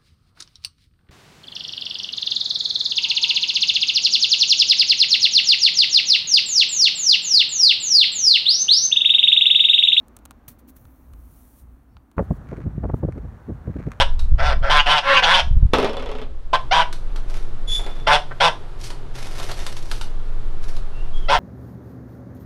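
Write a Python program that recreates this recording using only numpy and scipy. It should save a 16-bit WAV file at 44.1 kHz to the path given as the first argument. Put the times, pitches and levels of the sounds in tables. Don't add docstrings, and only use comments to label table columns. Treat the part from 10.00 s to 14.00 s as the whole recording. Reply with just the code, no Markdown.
import sys
import numpy as np
from scipy import signal
from scipy.fft import rfft, irfft
from scipy.io import wavfile
from scipy.ndimage import uniform_filter1d

SR = 44100
rng = np.random.default_rng(int(sys.argv[2]) if len(sys.argv) > 2 else 0)


def wav_record(signal):
    frames = np.transpose(np.atleast_2d(signal))
    bounded = np.clip(frames, -1, 1)
    quanta = np.round(bounded * 32767).astype(np.int16)
    wavfile.write(sys.argv[1], SR, quanta)


N = 176400
TIME, HZ = np.arange(N) / SR, np.fft.rfftfreq(N, 1 / SR)
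LAG_S, LAG_HZ = 0.001365, 1620


def amp(db):
    return 10 ** (np.asarray(db) / 20)


def unit(x):
    return x / np.sqrt(np.mean(x ** 2) + 1e-20)


def level(points):
    return amp(np.interp(TIME, *np.transpose(points)))


def colour(points, hz=HZ):
    f, db = np.transpose(points)
    return amp(np.interp(np.log(hz + 1), np.log(f), db)) * np.minimum(hz / f[0], 1) ** 2


def dips(points, hz=HZ, relative_width=0.07):
    return amp(sum(db * np.exp(-((hz / f - 1) / relative_width) ** 2) for f, db in points))


def shaped(x, gain):
    return unit(irfft(rfft(x) * gain, len(x)))


def noise(gain):
    return shaped(rng.standard_normal(N), gain)


def add(mix, s, sound):
    part = mix[max(round(s * SR), 0):][:len(sound)]
    part += sound[:len(part)]


def grains(per_s, spread_db):
    sizes = rng.standard_normal(N) * amp(spread_db * np.minimum(rng.exponential(1, N), 4))
    return sizes * (rng.random(N) < per_s / SR)


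def turbulence(points, steady_s):
    x = noise(colour(points))
    size = max(int(steady_s * SR), 2)
    power = uniform_filter1d(uniform_filter1d(x ** 2, size), size)
    return x / np.sqrt(abs(power) + 1e-6)


def tick(points, ring_db, ring_s=0.0037, size=2048):
    hz, t = np.fft.rfftfreq(size, 1 / SR), np.arange(size) / SR
    lead = 64
    rattle = rng.standard_normal(size) * np.exp(-t / ring_s)
    blow = np.roll((t == 0) + amp(ring_db) * rattle / np.linalg.norm(rattle), lead)
    lag_phase = 2 * np.pi * LAG_S * LAG_HZ * np.arctan(hz / LAG_HZ)
    snap = shaped(blow, colour(points, hz) * np.exp(-1j * lag_phase))
    return snap[lead - 16:] * np.sqrt(.004 * SR / size)


# f/Hz, level/dB
VALLEY_TONE = [(170, -9), (250, 6.5), (400, -9.5), (600, -9.5), (1200, -13), (2000, -23), (3200, -32.5),
               (5500, -37), (10000, -42), (16000, -39)]
# t/s, level/dB
VALLEY_LOUDNESS = [(0, -54), (.66, -57), (1.3, -58), (2.15, -61)]
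def valley():
    return level(VALLEY_LOUDNESS) * noise(colour(VALLEY_TONE))


# f/Hz, level/dB
BREEZE_TONE = [(25, -8), (48, 0.5), (66, 5.5), (90, -6.5), (140, -12.5), (250, -26), (500, -67)]
# t/s, level/dB
BREEZE_LOUDNESS = [(0, -55.5), (.21, -50), (.69, -54), (.87, -46.5), (.97, -54.5), (1.16, -39.5),
                   (1.38, -50), (1.59, -54), (1.64, -43), (1.77, -46.5), (1.83, -56.5), (1.97, -45.5),
                   (2.07, -60.5)]
def breeze():
    return level(BREEZE_LOUDNESS) * turbulence(BREEZE_TONE, steady_s=0.057)


# t/s, length/s, starting f/Hz, level/dB
BIRD_NOTES = [(1.868, 0.18, 4430, -82), (1.873, 0.097, 5330, -82)]
def bird(rise_hz_per_s=1500, waver_hz=30):
    out = np.zeros(N)
    for s, length, hz, db in BIRD_NOTES:
        t = np.arange(0, length, 1 / SR)
        waver = waver_hz * unit(uniform_filter1d(rng.standard_normal(N), size=200))[:len(t)]
        pitch = hz + rise_hz_per_s * t + waver
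        add(out, s, amp(db) * np.sin(np.pi * t / length) * np.sin(2 * np.pi * np.cumsum(pitch) / SR))
    return out


# t/s, half width/s, level/dB, centre f/Hz
HOLLOW_SWELLS = [(.1, 0.024, -51, 270), (.627, 0.013, -52, 314), (.678, 0.039, -51, 270)]
def swells(sharpness=5):
    out = np.zeros(N)
    for s, width, db, hz in HOLLOW_SWELLS:
        band = 1 / (1 + (sharpness * (HZ / hz - 1)) ** 2)
        out += amp(db) * np.exp(-((TIME - s) / width) ** 2) * noise(band)
    return out


# start t/s, end t/s
FIZZ_TIMES = [(2.18, 2.26), (2.295, 2.38), (2.94, 3.0)]
def fizz(db=-67.5, low_hz=4000):
    on = sum(1. * ((TIME > start) & (TIME < end)) for start, end in FIZZ_TIMES)
    return amp(db) * uniform_filter1d(on, size=800) * noise(HZ / np.hypot(HZ, low_hz))


# f/Hz, level/dB
TYRE_TONE = [(150, -3.5), (400, -0.5), (1050, -4.5), (1700, -9.5), (2250, -23), (4200, -29.5), (6500, -32),
             (16000, -37)]
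# t/s, level/dB
TYRE_LOUDNESS = [(2.17, -50.5), (2.9, -54.5), (3.45, -53), (4, -52)]
def tyres():
    return level(TYRE_LOUDNESS) * noise(colour(TYRE_TONE))


# t/s, level/dB
GRIT_HITS = [(2.489, -49.5), (2.502, -57), (2.5693, -50), (2.888, -55.5), (3.123, -46.5), (3.1792, -50.5),
             (3.796, -52), (3.9175, -36.5)]
# f/Hz, level/dB
GRIT_TONE = [(450, -21), (1150, 13), (2250, 6.5), (3050, -6.5), (6250, -9), (9400, -14.5), (15900, -34)]
# t/s, level/dB
PATTER_LOUDNESS = [(2.43, -75), (2.51, -52), (2.6, -57.5), (2.7, -65), (3.62, -65.5), (3.88, -51),
                   (3.96, -62)]
def grit(patter_top_hz=3200):
    dull = colour(GRIT_TONE) / np.hypot(1, HZ / patter_top_hz)
    out = level(PATTER_LOUDNESS) * shaped(grains(per_s=350, spread_db=1), dull)
    for s, db in GRIT_HITS:
        add(out, s, amp(db) * tick(GRIT_TONE, ring_db=-2.0, ring_s=0.0034))
    return out


# f/Hz, level/dB
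RUSH_TONE = [(28, -8), (54, 8), (160, -4.5), (260, -13.5), (450, -30.5), (3000, -99)]
# t/s, level/dB
RUSH_LOUDNESS = [(2.17, -32.5), (2.34, -38.5), (2.56, -36), (2.94, -27.5), (3.0, -34.5), (3.14, -32.5),
                 (3.3, -35.5), (3.44, -48.5), (3.55, -36), (3.68, -44), (3.89, -33.5), (3.95, -43.5)]
def rushing_air():
    return level(RUSH_LOUDNESS) * turbulence(RUSH_TONE, steady_s=0.069)


def swirl(width_s, gain, lump_db=0, lump_s=.002):
    size = 2 * (len(gain) - 1)
    from_peak = np.clip((np.arange(size) - size / 2) / SR / width_s, -50, 50)
    swell = np.exp(-(from_peak / 3) ** 2) / np.cosh(from_peak)
    hiss, lumps = rng.standard_normal((2, size))
    lumps = unit(uniform_filter1d(lumps, max(int(lump_s * SR), 2)))
    puff = swell * amp(lump_db * lumps) * hiss
    power = uniform_filter1d(abs(rfft(puff)) ** 2, max(int(size / SR / width_s), 2))
    return shaped(puff, gain / np.sqrt(abs(power) + 1e-12)) * np.sqrt(np.mean(swell ** 2))


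# t/s, flutter half width/s, push level/dB, flutter level/dB, flutter top f/Hz
GUST_HITS = [(2.183, 0.0015, -13.5, -18.5, 1320), (2.194, 0.0021, -19, -15, 910),
             (2.202, 0.0013, -26, -20, 900), (2.209, 0.0046, -21, -22, 520), (2.226, 0.0015, -30, -26, 520),
             (2.31, 0.0019, -13.5, -22, 734), (2.32, 0.0065, -21, -29.5, 404),
             (2.53, 0.0056, -29, -28.5, 566), (2.588, 0.014, -39, -35, 424),
             (2.666, 0.0073, -20.5, -30, 414), (2.782, 0.0034, -24.5, -30.5, 360),
             (2.841, 0.0042, -23, -27, 900), (2.854, 0.0052, -24.5, -27.5, 660),
             (2.899, 0.0056, -25.5, -26.5, 825), (2.9426, 0.0027, -16, -20.5, 650),
             (3.034, .003, -20.5, -20, 564), (3.051, 0.0022, -15.5, -23.5, 464),
             (3.089, 0.004, -19, -25, 575), (3.178, 0.012, -32.5, -34.5, 440),
             (3.252, 0.006, -31.5, -38, 520), (3.503, 0.011, -28, -28, 392),
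             (3.688, 0.0079, -23, -29.5, 480), (3.765, 0.0045, -25, -25.5, 344),
             (3.802, 0.0098, -28, -34, 404), (3.876, 0.0056, -23.5, -27, 460)]
# f/Hz, level/dB
PUSH_TONE = [(28, -22.5), (52, -2.5), (160, -6.5), (300, -20), (3000, -117)]
# f/Hz, level/dB
WIND_DIPS = [(790, -4.5), (1600, -3.5)]
def gusts(low_hz=110, opening_hz=2960, steepness=4.56, size=8192):
    out, hz = np.zeros(N), np.fft.rfftfreq(size, 1 / SR)
    tone = dips(WIND_DIPS, hz) * hz ** 2 / (hz ** 2 + low_hz ** 2)
    tone /= np.sqrt(1 + (hz / opening_hz) ** 10)
    for s, width, push_db, flutter_db, top_hz in GUST_HITS:
        push = swirl(width * 1.76, colour(PUSH_TONE, hz))
        flutter = swirl(width, tone / (1 + (hz / top_hz) ** steepness), lump_db=5)
        slap = swirl(width * 0.22, tone / (1 + (hz / top_hz / 1.42) ** steepness))
        add(out, s - size / 2 / SR, amp(push_db) * push + amp(flutter_db) * (flutter + amp(-4) * slap))
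    return out


# t/s, snap level/dB, knock level/dB, bounce delay/s, bounce level change/dB
STONE_CLICKS = [(0.083, -55.5, -64, .003, -15), (0.1663, -45.5, -55.5, 0.0023, -1.5),
                (.189, -59.5, -63, .0055, -12), (.254, -44.5, -50.5, 0.0036, -2),
                (.309, -46.5, -44, 0.0064, -15.5), (0.853, -61.5, -57, 0.0023, -11),
                (1.135, -62, -59.5, 0.0017, -0.5), (1.968, -80, -49, 0.0037, -18),
                (2.115, -63.5, -60, 0.0038, -13)]
# f/Hz, level/dB
SNAP_TONE = [(1900, -26), (3600, -15), (5050, -6), (6300, 1.5), (9100, 7), (13100, -0.5), (15900, -2.5)]
# f/Hz, level/dB
KNOCK_TONE = [(350, -13), (720, 6), (1400, 8.5), (1900, -7.5), (2350, -1.5), (4050, -4), (5250, -12),
              (11000, -45)]
def stones(ring_hz=(870, 1410), ring_db=-12.5, decay_s=0.0045, bounce_knock_db=5):
    notes = sum(np.sin(2 * np.pi * hz * TIME) for hz in ring_hz)
    ring = amp(ring_db) * np.exp(-TIME / decay_s) * notes
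    out = np.zeros(N)
    for s, snap_db, knock_db, gap, bounce_db in STONE_CLICKS:
        add(out, s, amp(snap_db) * tick(SNAP_TONE, ring_db=-15))
        add(out, s, amp(knock_db) * tick(KNOCK_TONE, ring_db=-11))
        add(out, s + LAG_S, amp(knock_db) * ring)
        bounce = amp(snap_db) * tick(SNAP_TONE, ring_db=-3.5, ring_s=0.00079)
        bounce += amp(knock_db + bounce_knock_db) * tick(KNOCK_TONE, ring_db=-11)
        add(out, s + gap, amp(bounce_db) * bounce)
    return out


# t/s, level/dB
SPRAY_LOUDNESS = [(.7, -81), (.78, -60), (.88, -64.5), (1.1, -68.5), (1.36, -58), (1.52, -61), (1.605, -57),
                  (1.65, -72), (2, -79.5)]
# f/Hz, level/dB
FINE_TONE = [(2000, -30), (5000, -20), (6000, -12), (8000, -17), (12000, -3)]
# f/Hz, level/dB
COARSE_TONE = [(2000, -14.5), (7000, -7.5), (9500, -0.5)]
def ice_spray(turn_s=1.2, blend_s=0.75, pellets_db=-10.5):
    blend = np.clip(.5 + (TIME - turn_s) / blend_s, 0, 1)
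    fine = shaped(grains(per_s=10000, spread_db=0), colour(FINE_TONE))
    coarse = shaped(grains(per_s=10000, spread_db=0), colour(COARSE_TONE))
    pellets = amp(pellets_db) * shaped(grains(per_s=450, spread_db=2.5), colour(COARSE_TONE))
    return level(SPRAY_LOUDNESS) * (pellets + np.sqrt(1 - blend) * fine + np.sqrt(blend) * coarse)


# t/s, crunch level/dB, rise/s, crunch decay/s, thud level/dB
ROCK_LANDINGS = [(.479, -32.5, 0.0035, 0.008, -40.5), (.495, -51.5, 0.015, 0.019, -64),
                 (.585, -53, 0.0095, 0.0092, -58), (0.671, -48.5, 0.025, 0.0091, -57),
                 (.759, -48, 0.0082, 0.0082, -48)]
# f/Hz, level/dB
CRUNCH_TONE = [(600, -4), (1400, -4.5), (3000, -7.5), (4800, -5), (8000, -4.5), (12000, 3)]
# f/Hz, level/dB
THUD_TONE = [(30, 5), (160, 2), (350, -31), (2000, -39)]
def rock(thud_decay_s=0.015):
    crunch_gain, thud_gain = np.zeros(N), np.zeros(N)
    for s, crunch_db, rise, decay, thud_db in ROCK_LANDINGS:
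        onset = np.clip((TIME - s) / rise, 0, 1)
        since_peak = np.maximum(TIME - s - rise, 0)
        crunch_gain += amp(crunch_db) * onset * np.exp(-since_peak / decay)
        thud_gain += amp(thud_db) * onset * np.exp(-since_peak / thud_decay_s)
    crunch = shaped(grains(per_s=9000, spread_db=2.0), colour(CRUNCH_TONE))
    return crunch_gain * crunch + thud_gain * turbulence(THUD_TONE, steady_s=0.022)


def scene(change_s=2.166, fade_s=0.0016):
    snowfield = rock() + swells() + ice_spray() + stones() + bird() + breeze() + valley()
    road = gusts() + tyres() + rushing_air() + fizz() + grit()
    on_road = np.clip((TIME - change_s) / fade_s, 0, 1)
    return ((1 - on_road) * snowfield + on_road * road)[None]


# f/Hz, level/dB
TREBLE_DIPS = [(5000, -5), (7750, -2.5), (10400, -2.5)]
def record(dry, low_hz=24, high_hz=15850):
    coloured = irfft(rfft(dry) * dips(TREBLE_DIPS), N)
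    thinned = signal.sosfilt(signal.butter(2, low_hz, "high", fs=SR, output="sos"), coloured)
    top_cut = signal.firwin(511, high_hz, window=("kaiser", 9), fs=SR)
    return signal.oaconvolve(thinned, top_cut[None], "same")


dry = scene()
out = record(dry)
wav_record(out)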